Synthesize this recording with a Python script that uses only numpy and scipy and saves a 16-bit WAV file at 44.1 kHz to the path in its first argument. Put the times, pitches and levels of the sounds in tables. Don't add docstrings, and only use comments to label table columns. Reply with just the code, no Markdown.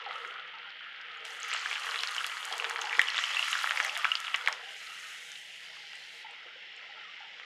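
import sys
import numpy as np
from scipy import signal
from scipy.fft import rfft, irfft, next_fast_len
from scipy.io import wavfile
from scipy.ndimage import map_coordinates

SR = 44100
rng = np.random.default_rng(int(sys.argv[2]) if len(sys.argv) > 2 else 0)


def to_wav(sig):
    pcm = np.clip(np.atleast_2d(sig), -1, 1) * 32767
    pcm = np.round(pcm).astype(np.int16)
    wavfile.write(sys.argv[1], SR, pcm.T)


N = 328532


def amp(db):
    return 10 ** (np.asarray(db) / 20)


def unit_rms(x):
    return x / np.sqrt(np.mean(x ** 2) + 1e-20)


def power_sum(*gains):
    return np.sqrt(sum(gain ** 2 for gain in gains))


def at_hz(points, hz):
    knots_hz, values = np.transpose(points)
    return np.interp(np.log(hz + 1), np.log(knots_hz), values)


def curves(rows):
    time_s, *columns = np.transpose(rows)
    return [np.interp(np.arange(N) / SR, time_s, column) for column in columns]


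def swells(rows, attack_s, release_s):
    t = np.arange(N) / SR
    gains = []
    for time_s, hold_s, db in rows:
        before = np.maximum(time_s - t, 0) / attack_s
        after = np.maximum(t - time_s - hold_s, 0) / release_s
        gains.append(amp(db - 10 * (before + after)))
    return power_sum(*gains)


def wobble(rate_hz):
    knots = rng.standard_normal(int(N * rate_hz / SR) + 4)
    return map_coordinates(knots, [np.arange(N) * rate_hz / SR])


def filtered(x, response):
    size = next_fast_len(N + 8192)
    return irfft(rfft(x, size) * response(np.fft.rfftfreq(size, 1 / SR)), size)[:N]


def coloured(x, spectrum):
    return unit_rms(filtered(x, lambda hz: amp(at_hz(spectrum, hz))))


def edged(x, spectrum, edge, sharpness, step_db):
    hz, t, bins = signal.stft(x, SR, nperseg=1024)
    ratio = hz[:, None] / np.interp(t, *np.transpose(edge))
    peak = ratio ** 4 / ((1 - ratio ** 2) ** 2 + (ratio / sharpness) ** 2)
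    below = (1 - np.tanh((ratio - 0.89) / 0.087)) / 2
    gain = amp(at_hz(spectrum, hz)[:, None] - step_db * below) * peak
    gain /= np.linalg.norm(gain, axis=0)
    return unit_rms(signal.istft(bins * gain, SR, nperseg=1024)[1][:N])


def patchy(x, depth_db, width_hz, rate_hz):
    hz, t, bins = signal.stft(x, SR, nperseg=1024)
    grid = np.meshgrid(hz / width_hz, t * rate_hz, indexing="ij")
    patches = map_coordinates(rng.standard_normal((256, 256)), grid, mode="wrap")
    return unit_rms(signal.istft(bins * amp(depth_db * patches), SR, nperseg=1024)[1][:N])


def rings(time_s, gain, hz, t60_s, rise_cycles, samples):
    t = np.arange(samples) / SR
    cycle = hz[:, None] * t
    envelope = (1 - np.exp(-(cycle / rise_cycles) ** 2)) * amp(-60 * t / t60_s[:, None])
    scale = gain / (envelope.max(axis=1) + 1e-9)
    waves = scale[:, None] * envelope * np.sin(2 * np.pi * cycle)
    index = np.abs(time_s * SR).astype(int)[:, None] + np.arange(samples)
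    return np.bincount(index.ravel(), waves.ravel(), N)[:N]


def swarm(low_hz, high_hz, cycles, spread_db, count, samples, rise_cycles=0.46):
    when, pitch, life, strength = rng.random((count, 4)).T
    hz = low_hz * (high_hz / low_hz) ** pitch
    gain = amp(-spread_db * np.log(strength + 0.025)) * rng.choice([-1, 1], count)
    t60_s = cycles * (0.5 + life) / hz
    return unit_rms(rings(when * N / SR, gain, hz, t60_s, rise_cycles, samples))


# (frequency [Hz], level [dB])
DRONE_COLOUR = [(20, -24), (50, -37), (75, -6.5), (125, -11.5), (175, -1), (240, -7.5), (400, 1), (800, 3),
                (3000, -31)]
# (frequency [Hz], rms level [dB])
HUM_TONES = [(147, -99), (175, -85.5)]


def background():
    tones = [(hz, amp(db + 2.5 * wobble(0.97))) for hz, db in HUM_TONES]
    tones.append((144, swells([(5.55, 0.42, -83.5)], attack_s=0.45, release_s=0.29)))
    t = np.arange(N) / SR
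    hum = sum(gain * np.sqrt(2) * np.sin(2 * np.pi * hz * t + 0.5 * wobble(9.9)) for hz, gain in tones)
    return hum + amp(-69.5) * coloured(rng.standard_normal(N), DRONE_COLOUR)


# (time [s], level [dB])
BOIL_LEVEL = [(0, -43.5), (.6, -46.5), (.75, -47), (1.38, -43.5), (1.52, -39.5), (1.8, -40.5), (2.2, -40),
              (2.38, -41.5), (2.85, -40), (3.3, -40), (3.65, -38), (4.0, -40.5), (4.2, -42), (4.48, -42.5),
              (4.62, -48), (4.82, -46.5), (5.15, -48), (5.45, -52.5), (7.45, -52.5)]


def boil(reference_db=-43.5):
    return curves(BOIL_LEVEL)[0] - reference_db


# (frequency [Hz], level [dB])
CHURN_COLOUR = [(400, -30), (750, 0.5), (1000, -3.5), (1150, -3), (1320, 6), (1520, -1.5), (1630, 1.5),
                (1950, -4.5), (2400, -17), (3200, -42), (5000, -62)]
# (frequency [Hz], level [dB])
FOAM_COLOUR = [(800, -67), (1400, -39), (1700, -10.5), (1930, -1), (2150, -2), (2450, -6), (2700, -2.1),
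               (3000, -0.1), (3300, -2), (3800, -10.5), (4500, -15), (6000, -23), (9000, -74)]
# (time [s], pitch [Hz])
SIZZLE_EDGE = [(0, 1110), (.55, 1250), (.7, 1430), (1.35, 1390), (1.6, 1150), (2.7, 924), (4.5, 1200),
               (4.66, 1620), (4.8, 1510), (4.93, 1370), (5.15, 1400), (5.33, 1580), (5.45, 1760),
               (5.57, 1830), (5.68, 1450), (5.98, 1670), (6.2, 1560), (6.44, 1250), (6.73, 1820),
               (6.82, 1370), (7.15, 1350), (7.34, 1550), (7.41, 1260)]


def sizzle(boil_db, rush):
    churn = swarm(766, 2230, cycles=9.3, spread_db=2, count=16000, samples=300)
    churn = edged(churn, CHURN_COLOUR, SIZZLE_EDGE, sharpness=1.5, step_db=7)
    churn = patchy(churn, depth_db=2.15, width_hz=87.6, rate_hz=8.1)
    foam = swarm(1474, 4710, cycles=6.4, spread_db=-1.5, count=36000, samples=140)
    foam = edged(foam, FOAM_COLOUR, SIZZLE_EDGE, sharpness=0.8, step_db=13)
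    foam = patchy(foam, depth_db=1, width_hz=90, rate_hz=11)
    foam_gain = power_sum(amp(-46.5 + 0.23 * boil_db + 0.13 * wobble(5.4)), rush)
    surge_db = 1.4 * wobble(14)
    return amp(-48 + boil_db + surge_db) * churn + foam_gain * amp(0.085 * surge_db) * foam


# (frequency [Hz], level [dB])
GURGLE_COLOUR = [(150, -43), (300, -20), (400, -17.5), (485, -1), (575, -15), (632, 1), (685, -4.5),
                 (820, 9.5), (950, 5), (1200, 12), (2000, -62)]
# (time [s], pitch [Hz])
GURGLE_EDGE = [(0, 420), (.7, 510), (1.3, 424), (2.25, 473), (2.9, 355), (3.25, 554), (4.1, 564),
               (4.5, 480), (7.45, 490)]
# (time [s], hold [s], level [dB])
OIL_SLOSHES = [(.08, .069, -50.5), (.4, 0.3, -64.5), (1.27, 0.034, -55.5), (1.55, 0.038, -57.5),
               (1.86, 0.11, -53), (2.2, 0.025, -63), (2.54, 0.35, -51), (3.35, 0.039, -51),
               (3.76, 0.18, -48), (4.49, 0.048, -51.5), (5.7, 0.76, -67.5), (6.83, 0.13, -62),
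               (7.3, .15, -68)]


def gurgle(boil_db):
    bubbles = swarm(332.7, 1084.3, cycles=126, spread_db=3, count=2400, samples=1800)
    bubbles = edged(bubbles, GURGLE_COLOUR, GURGLE_EDGE, sharpness=2.13, step_db=4)
    sloshes = swells(OIL_SLOSHES, attack_s=0.14, release_s=0.18)
    return power_sum(amp(-67.5 + 0.5 * boil_db), sloshes) * amp(0.41 * wobble(8)) * bubbles


# (frequency [Hz], level [dB])
FIZZ_COLOUR = [(2000, -39), (3600, -1), (4400, -2.5), (5200, -2), (6200, -8.5), (7400, -12), (8600, -16),
               (11000, -42), (15000, -69)]
# (frequency [Hz], level [dB])
MIST_COLOUR = [(4000, -11), (6500, -1.5), (8200, -7), (10000, -9.5), (12000, -13.5), (14100, -20.5),
               (14700, -25), (15800, -43)]
# (time [s], hold [s], level [dB])
HISS_FLARE = [(.13, .15, -71)]
# (time [s], fizz level [dB], mist level [dB])
WIRE_HISS = [(1.225, -92, -101), (1.252, -49, -60), (1.36, -77, -58.5), (1.46, -58, -63),
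             (4.42, -67, -59.5), (4.6, -61, -69), (4.8, -57.5, -58.5), (5.4, -59.5, -62),
             (5.88, -57.5, -71.5), (6.13, -59, -64), (6.23, -60, -69), (6.29, -85, -100)]
# (time [s], hold [s], level [dB])
WEDGE_LIFTS = [(1.92, 0.42, -54.5), (3.44, 0.13, -49.5), (4.92, .31, -59.5)]


def hiss(rush, drying_db_per_s=1.8):
    crust = amp(-75.5 + drying_db_per_s * np.arange(N) / SR)
    flare = swells(HISS_FLARE, attack_s=0.035, release_s=0.072)
    wire_fizz, wire_mist = amp(curves(WIRE_HISS))
    lifts = swells(WEDGE_LIFTS, attack_s=0.28, release_s=0.51)
    fizz_gain = power_sum(crust, amp(2) * flare, wire_fizz, amp(-10) * rush, amp(-3) * lifts)
    mist_gain = power_sum(amp(-93), flare, wire_mist, lifts)
    fizz = swarm(3500, 7050, cycles=9, spread_db=0, count=24000, samples=100)
    fizz = patchy(coloured(fizz, FIZZ_COLOUR), depth_db=2.5, width_hz=160, rate_hz=4.19)
    mist = coloured(swarm(6250, 18000, cycles=3, spread_db=1, count=30000, samples=56), MIST_COLOUR)
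    flurry = wobble(17)
    return fizz_gain * amp(0.34 * flurry) * fizz + mist_gain * amp(0.66 * flurry) * mist


# (frequency [Hz], level [dB])
CRACKLE_COLOUR = [(200, -52), (450, -35), (800, -6.5), (1350, -7), (2000, -5.5), (2450, -8.5), (3000, -3.5),
                  (3350, 0), (3700, -11), (4500, -3.5), (7000, -4), (11000, -24), (15000, -22)]


def crackle(boil_db, base_db=-54.5, ceiling_db=-39):
    gain = 1 / power_sum(amp(-base_db - 4.4 * boil_db), amp(-ceiling_db))
    ringing = swarm(1700, 4540, cycles=16, spread_db=4.2, count=1200, samples=640, rise_cycles=0.55)
    snaps = swarm(1240, 3930, cycles=3.8, spread_db=5, count=1200, samples=200)
    spatter = swarm(5000, 10900, cycles=11, spread_db=3, count=520, samples=200, rise_cycles=1)
    ticks = swarm(1410, 4320, cycles=10.5, spread_db=2.5, count=220, samples=400, rise_cycles=1)
    violence = gain / amp(ceiling_db)
    crackling = coloured(ringing + amp(-1) * snaps, CRACKLE_COLOUR) + violence * amp(-13.5) * spatter
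    return gain * crackling + amp(-57 + 1.2 * boil_db) * ticks


# (time [s], level [dB], pitch [Hz], decay scale [s])
STEAM_POCKETS = [(.062, -34, 815, .1), (.14, -48, 810, .041), (.255, -47.5, 433, .11),
                 (.535, -44.5, 900, 0.12), (2.512, -31, 780, 0.058), (2.52, -48, 484, 0.056),
                 (2.785, -36, 810, 0.064), (2.84, -31.5, 850, .09), (2.98, -38.5, 454, 0.035),
                 (3.33, -47, 570, .05), (4.63, -46, 750, .2), (4.899, -42.5, 1270, 0.1),
                 (6.245, -40, 887, .15), (6.46, -48, 490, 0.039), (6.557, -47.5, 510, 0.075),
                 (6.85, -55.5, 730, 0.23), (7.05, -44.5, 1278, .12), (7.204, -43, 833, .13)]


def glugs():
    time_s, db, hz, decay_s = np.transpose(STEAM_POCKETS)
    sound = rings(time_s, amp(db - 2.5), hz, 0.54 * decay_s, rise_cycles=1.9, samples=4000)
    for age in np.linspace(0.1, 1.3, 24):
        jitter, detune, polarity = rng.uniform(-0.9, 1, (len(time_s), 3)).T
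        start_s = time_s + decay_s * age * (1 + 0.2 * jitter)
        gain = np.sign(polarity) * amp(db - 9 - 22 * age)
        wash_hz = hz * np.exp(0.11 * detune)
        sound += rings(start_s, gain, wash_hz, 0.52 * decay_s, rise_cycles=2.5, samples=2500)
    return sound


# (time [s], level [dB], pitch [Hz], t60 [s])
WATER_DROPS = [(0.1097, -24.5, 2060, 0.0012), (.1567, -29, 2550, 0.0022), (0.2484, -25, 2070, 0.0053),
               (0.309, -33, 2870, .006), (.397, -34, 3350, 0.003), (0.593, -42, 2290, .003),
               (1.252, -31, 2440, 0.0064), (1.447, -26.5, 2130, 0.011), (1.516, -29, 2100, .003),
               (1.5296, -18, 2570, 0.0021), (1.5333, -28.5, 1340, .012), (1.548, -23, 1400, 0.0036),
               (1.652, -28, 3100, .007), (1.6591, -17.5, 1710, 0.0067), (1.713, -18.5, 2330, 0.005),
               (1.729, -19, 2680, 0.0021), (1.755, -23, 2700, .007), (1.759, -21.5, 2700, 0.0035),
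               (1.8677, -24, 1970, .004), (1.892, -24, 1440, .003), (1.9432, -18, 2030, .0035),
               (1.959, -16.5, 2710, 0.0011), (1.99, -20, 3930, 0.0042), (2.035, -14, 2640, 0.00086),
               (2.0874, -22, 3200, .0012), (2.1648, -21, 1920, 0.0015), (2.181, -19, 3040, 0.019),
               (2.206, -24.5, 1430, 0.0047), (2.212, -24, 1440, .005), (2.244, -16, 2730, 0.0017),
               (2.317, -22, 2110, .004), (2.369, -31.5, 1540, 0.0038), (2.429, -23, 3280, .004),
               (2.526, -22, 3230, .01), (2.5358, -25, 1550, .0012), (2.5696, -27.5, 1500, .0012),
               (2.599, -17.5, 2620, 0.0045), (2.6238, -24, 1390, 0.0017), (2.6438, -14.5, 2120, 0.0013),
               (2.6485, -23, 1980, 0.0033), (2.7093, -20, 1510, .0018), (2.76, -18.5, 2080, 0.0035),
               (2.7903, -22.5, 1370, 0.0028), (2.818, -20.5, 3100, 0.0022), (2.909, -23.5, 1980, .005),
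               (2.9287, -18, 2300, 0.0082), (2.9342, -21, 1920, .006), (2.9518, -20, 2330, 0.0027),
               (2.986, -23, 1150, 0.0038), (2.994, -3, 1964, 0.0095), (3.016, -11.5, 3140, 0.0021),
               (3.0317, -23, 2020, .003), (3.0851, -17.5, 2880, 0.0076), (3.145, -19, 2950, 0.0014),
               (3.169, -19, 3050, 0.008), (3.1798, -15, 3580, 0.0061), (3.188, -14.5, 1970, 0.0013),
               (3.2389, -14.5, 2970, 0.0071), (3.346, -20.5, 3370, 0.014), (3.368, -19, 2690, 0.022),
               (3.393, -16.5, 2800, 0.015), (3.427, -15.5, 2940, 0.0054), (3.48, -25, 2060, 0.0022),
               (3.482, -21.5, 2100, 0.013), (3.5297, -14.5, 2940, 0.0037), (3.539, -28, 1450, 0.0023),
               (3.5531, -19, 1610, 0.0072), (3.589, -23, 2000, 0.0043), (3.6425, -15.5, 1440, 0.0029),
               (3.674, -22, 1410, .008), (3.694, -21.5, 3080, 0.0044), (3.7091, -11.5, 1970, 0.0017),
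               (3.72, -22, 1920, 0.0025), (3.7597, -19, 1960, 0.0016), (3.774, -15, 2100, 0.005),
               (3.8015, -9, 1940, 0.0021), (3.8484, -18.5, 2060, 0.013), (3.881, -22.5, 2000, 0.0018),
               (3.895, -18.5, 2720, 0.0055), (3.9664, -18.5, 2040, 0.0031), (4.009, -33, 1920, 0.0015),
               (4.0453, -9, 2380, 0.0037), (4.0521, -13, 1480, 0.009), (4.117, -14, 2900, 0.019),
               (4.1536, -14.5, 3160, 0.0048), (4.248, -23, 3010, .002), (4.269, -24, 3170, 0.01),
               (4.2803, -18.5, 2550, 0.0024), (4.3436, -11, 2890, 0.0037), (4.3473, -15.5, 2040, 0.011),
               (4.462, -18, 2920, 0.00072), (4.4746, -7.5, 2080, 0.0057), (4.485, -14.5, 1320, 0.0025),
               (4.5277, -23.5, 2250, 0.0033), (5.3172, -34, 3570, 0.0074), (5.767, -35, 2900, .003),
               (5.932, -33.5, 2900, 0.0068), (7.3984, -32.5, 1950, 0.0023)]
# (frequency [Hz], level [dB])
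PUFF_COLOUR = [(250, -47), (400, -12), (600, -16), (900, -2), (1400, 11), (2400, -27), (3200, 9),
               (4200, -11), (7000, -21), (15000, -47)]


def pops(puff_t60_s=0.034):
    time_s, db, hz, t60_s = np.transpose(WATER_DROPS)
    cavity = rings(time_s, amp(db - 0.5), hz, t60_s, rise_cycles=0.89, samples=1100)
    crack_t60_s = np.full(len(time_s), 0.0011)
    crack = rings(time_s, amp(1.07 * db - 7.5), 1.33 * hz, crack_t60_s, rise_cycles=0.16, samples=100)
    blasts = np.bincount((time_s * SR).astype(int), amp(0.72 * db - 21.5), N)
    t = np.arange(SR // 30) / SR
    puff_gain = signal.fftconvolve(blasts, amp(-60 * t / puff_t60_s))[:N]
    return cavity + crack + puff_gain * coloured(rng.standard_normal(N), PUFF_COLOUR)


# (time [s], level [dB], pitch [Hz], t60 [s])
OIL_SPITS = [(.158, -45, 5600, 0.0016), (.276, -45.5, 6170, 0.0025), (0.695, -54, 5030, 0.0079),
             (1.014, -45, 4950, 0.004), (1.172, -59, 6860, .012), (1.2525, -35.5, 7740, 0.0017),
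             (1.3056, -40, 5900, 0.0046), (1.402, -38, 7540, 0.0045), (1.431, -30.5, 6400, 0.0046),
             (1.5096, -38, 6070, .008), (1.5376, -27.5, 7540, 0.0044), (2.034, -26, 5460, 0.0027),
             (2.0734, -21.5, 4450, 0.0028), (2.148, -31, 7100, 0.0023), (2.1652, -26, 5400, 0.0018),
             (2.266, -16.5, 6800, 0.0002), (2.453, -23, 7240, 0.0007), (2.528, -28, 5100, 0.00078),
             (2.581, -21, 5300, 0.00035), (2.6977, -25, 6800, 0.001), (2.815, -26.5, 6300, 0.0032),
             (3.016, -17, 5500, 0.00031), (3.518, -28, 7000, 0.0035), (3.828, -30, 5940, .004),
             (3.848, -20, 7500, 0.00027), (3.864, -30, 6100, 0.0037), (3.9758, -21, 7100, 0.00034),
             (4.154, -22.5, 4730, 0.007), (4.2029, -23.5, 5870, 0.00042), (4.3606, -27, 6200, 0.0013),
             (4.4842, -23.5, 6700, 0.00032), (4.5266, -24.5, 5270, 0.0023), (5.318, -35, 6100, 0.0023),
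             (5.357, -35, 3660, .003), (5.955, -50, 7860, .007), (6.31, -52, 7800, 0.0026),
             (6.765, -53, 7200, 0.0045)]


def spits():
    time_s, db, hz, t60_s = np.transpose(OIL_SPITS)
    rise_cycles = 0.083 + 0.032 * (hz * t60_s)[:, None]
    return rings(time_s, amp(db + 3.5), hz, t60_s, rise_cycles, samples=600)


# (time [s], hold [s], level [dB])
WET_FACE_SPRAYS = [(1.47, 0.22, -52), (2.82, 0.23, -55), (3.17, 0.075, -46.5), (3.48, 0.027, -47),
                   (3.78, .08, -52)]


def sprays():
    pings = swarm(4540, 7800, cycles=33, spread_db=3, count=3200, samples=400, rise_cycles=1.9)
    return swells(WET_FACE_SPRAYS, attack_s=0.035, release_s=0.1) * pings


def foam_damping(x, corner_hz):
    return signal.sosfilt(signal.butter(2, corner_hz, fs=SR, output="sos"), x)


def pan_echoes(x, span_s=0.005, count=40):
    when, strength = rng.uniform(0, 1, count), rng.standard_normal(count)
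    delay_samples = (SR * span_s * (0.1033 + when)).astype(int)
    echoes = np.bincount(delay_samples, strength * (1.2 - when))
    return signal.fftconvolve(x, echoes / np.linalg.norm(echoes))[:N]


# (frequency [Hz], t60 [s])
ROOM_DECAY = [(200, 0.32), (1000, 0.32), (3000, 0.12), (8000, 0.11), (15000, 0.15)]


def room_tail(x):
    hz, t, bins = signal.stft(rng.standard_normal(SR // 2), SR, nperseg=256)
    decay = amp(-60 * t / at_hz(ROOM_DECAY, hz)[:, None])
    tail = signal.istft(bins * decay, SR, nperseg=256)[1]
    response = np.pad(tail, (SR // 200, 0)) / np.linalg.norm(tail)
    return signal.fftconvolve(x, response)[:N]


# (time [s], hold [s], level [dB])
SKIMMER_SCOOPS = [(1.5, 0.04, -42.5), (3.17, 0.15, -38), (4.75, 0.38, -53)]


def skimmer_rush():
    return swells(SKIMMER_SCOOPS, attack_s=0.13, release_s=0.9)


def scene():
    boil_db, rush = boil(), skimmer_rush()
    sharp = foam_damping(pops(), corner_hz=7650) + foam_damping(spits(), corner_hz=13000)
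    sharp += crackle(boil_db)
    bass_cut = signal.butter(5, 520, "high", fs=SR, output="sos")
    bursts = signal.sosfilt(bass_cut, sharp) + glugs()
    reflections = amp(-9) * pan_echoes(bursts) + amp(-10.5) * room_tail(bursts)
    frying = sizzle(boil_db, rush) + gurgle(boil_db) + hiss(rush) + sprays()
    mono = bursts + reflections + frying + background()
    return np.array([mono, mono])


def record(dry, top_hz=15300):
    return np.array([filtered(channel, lambda hz: hz < top_hz) for channel in dry])


dry = scene()
out = record(dry)
to_wav(out)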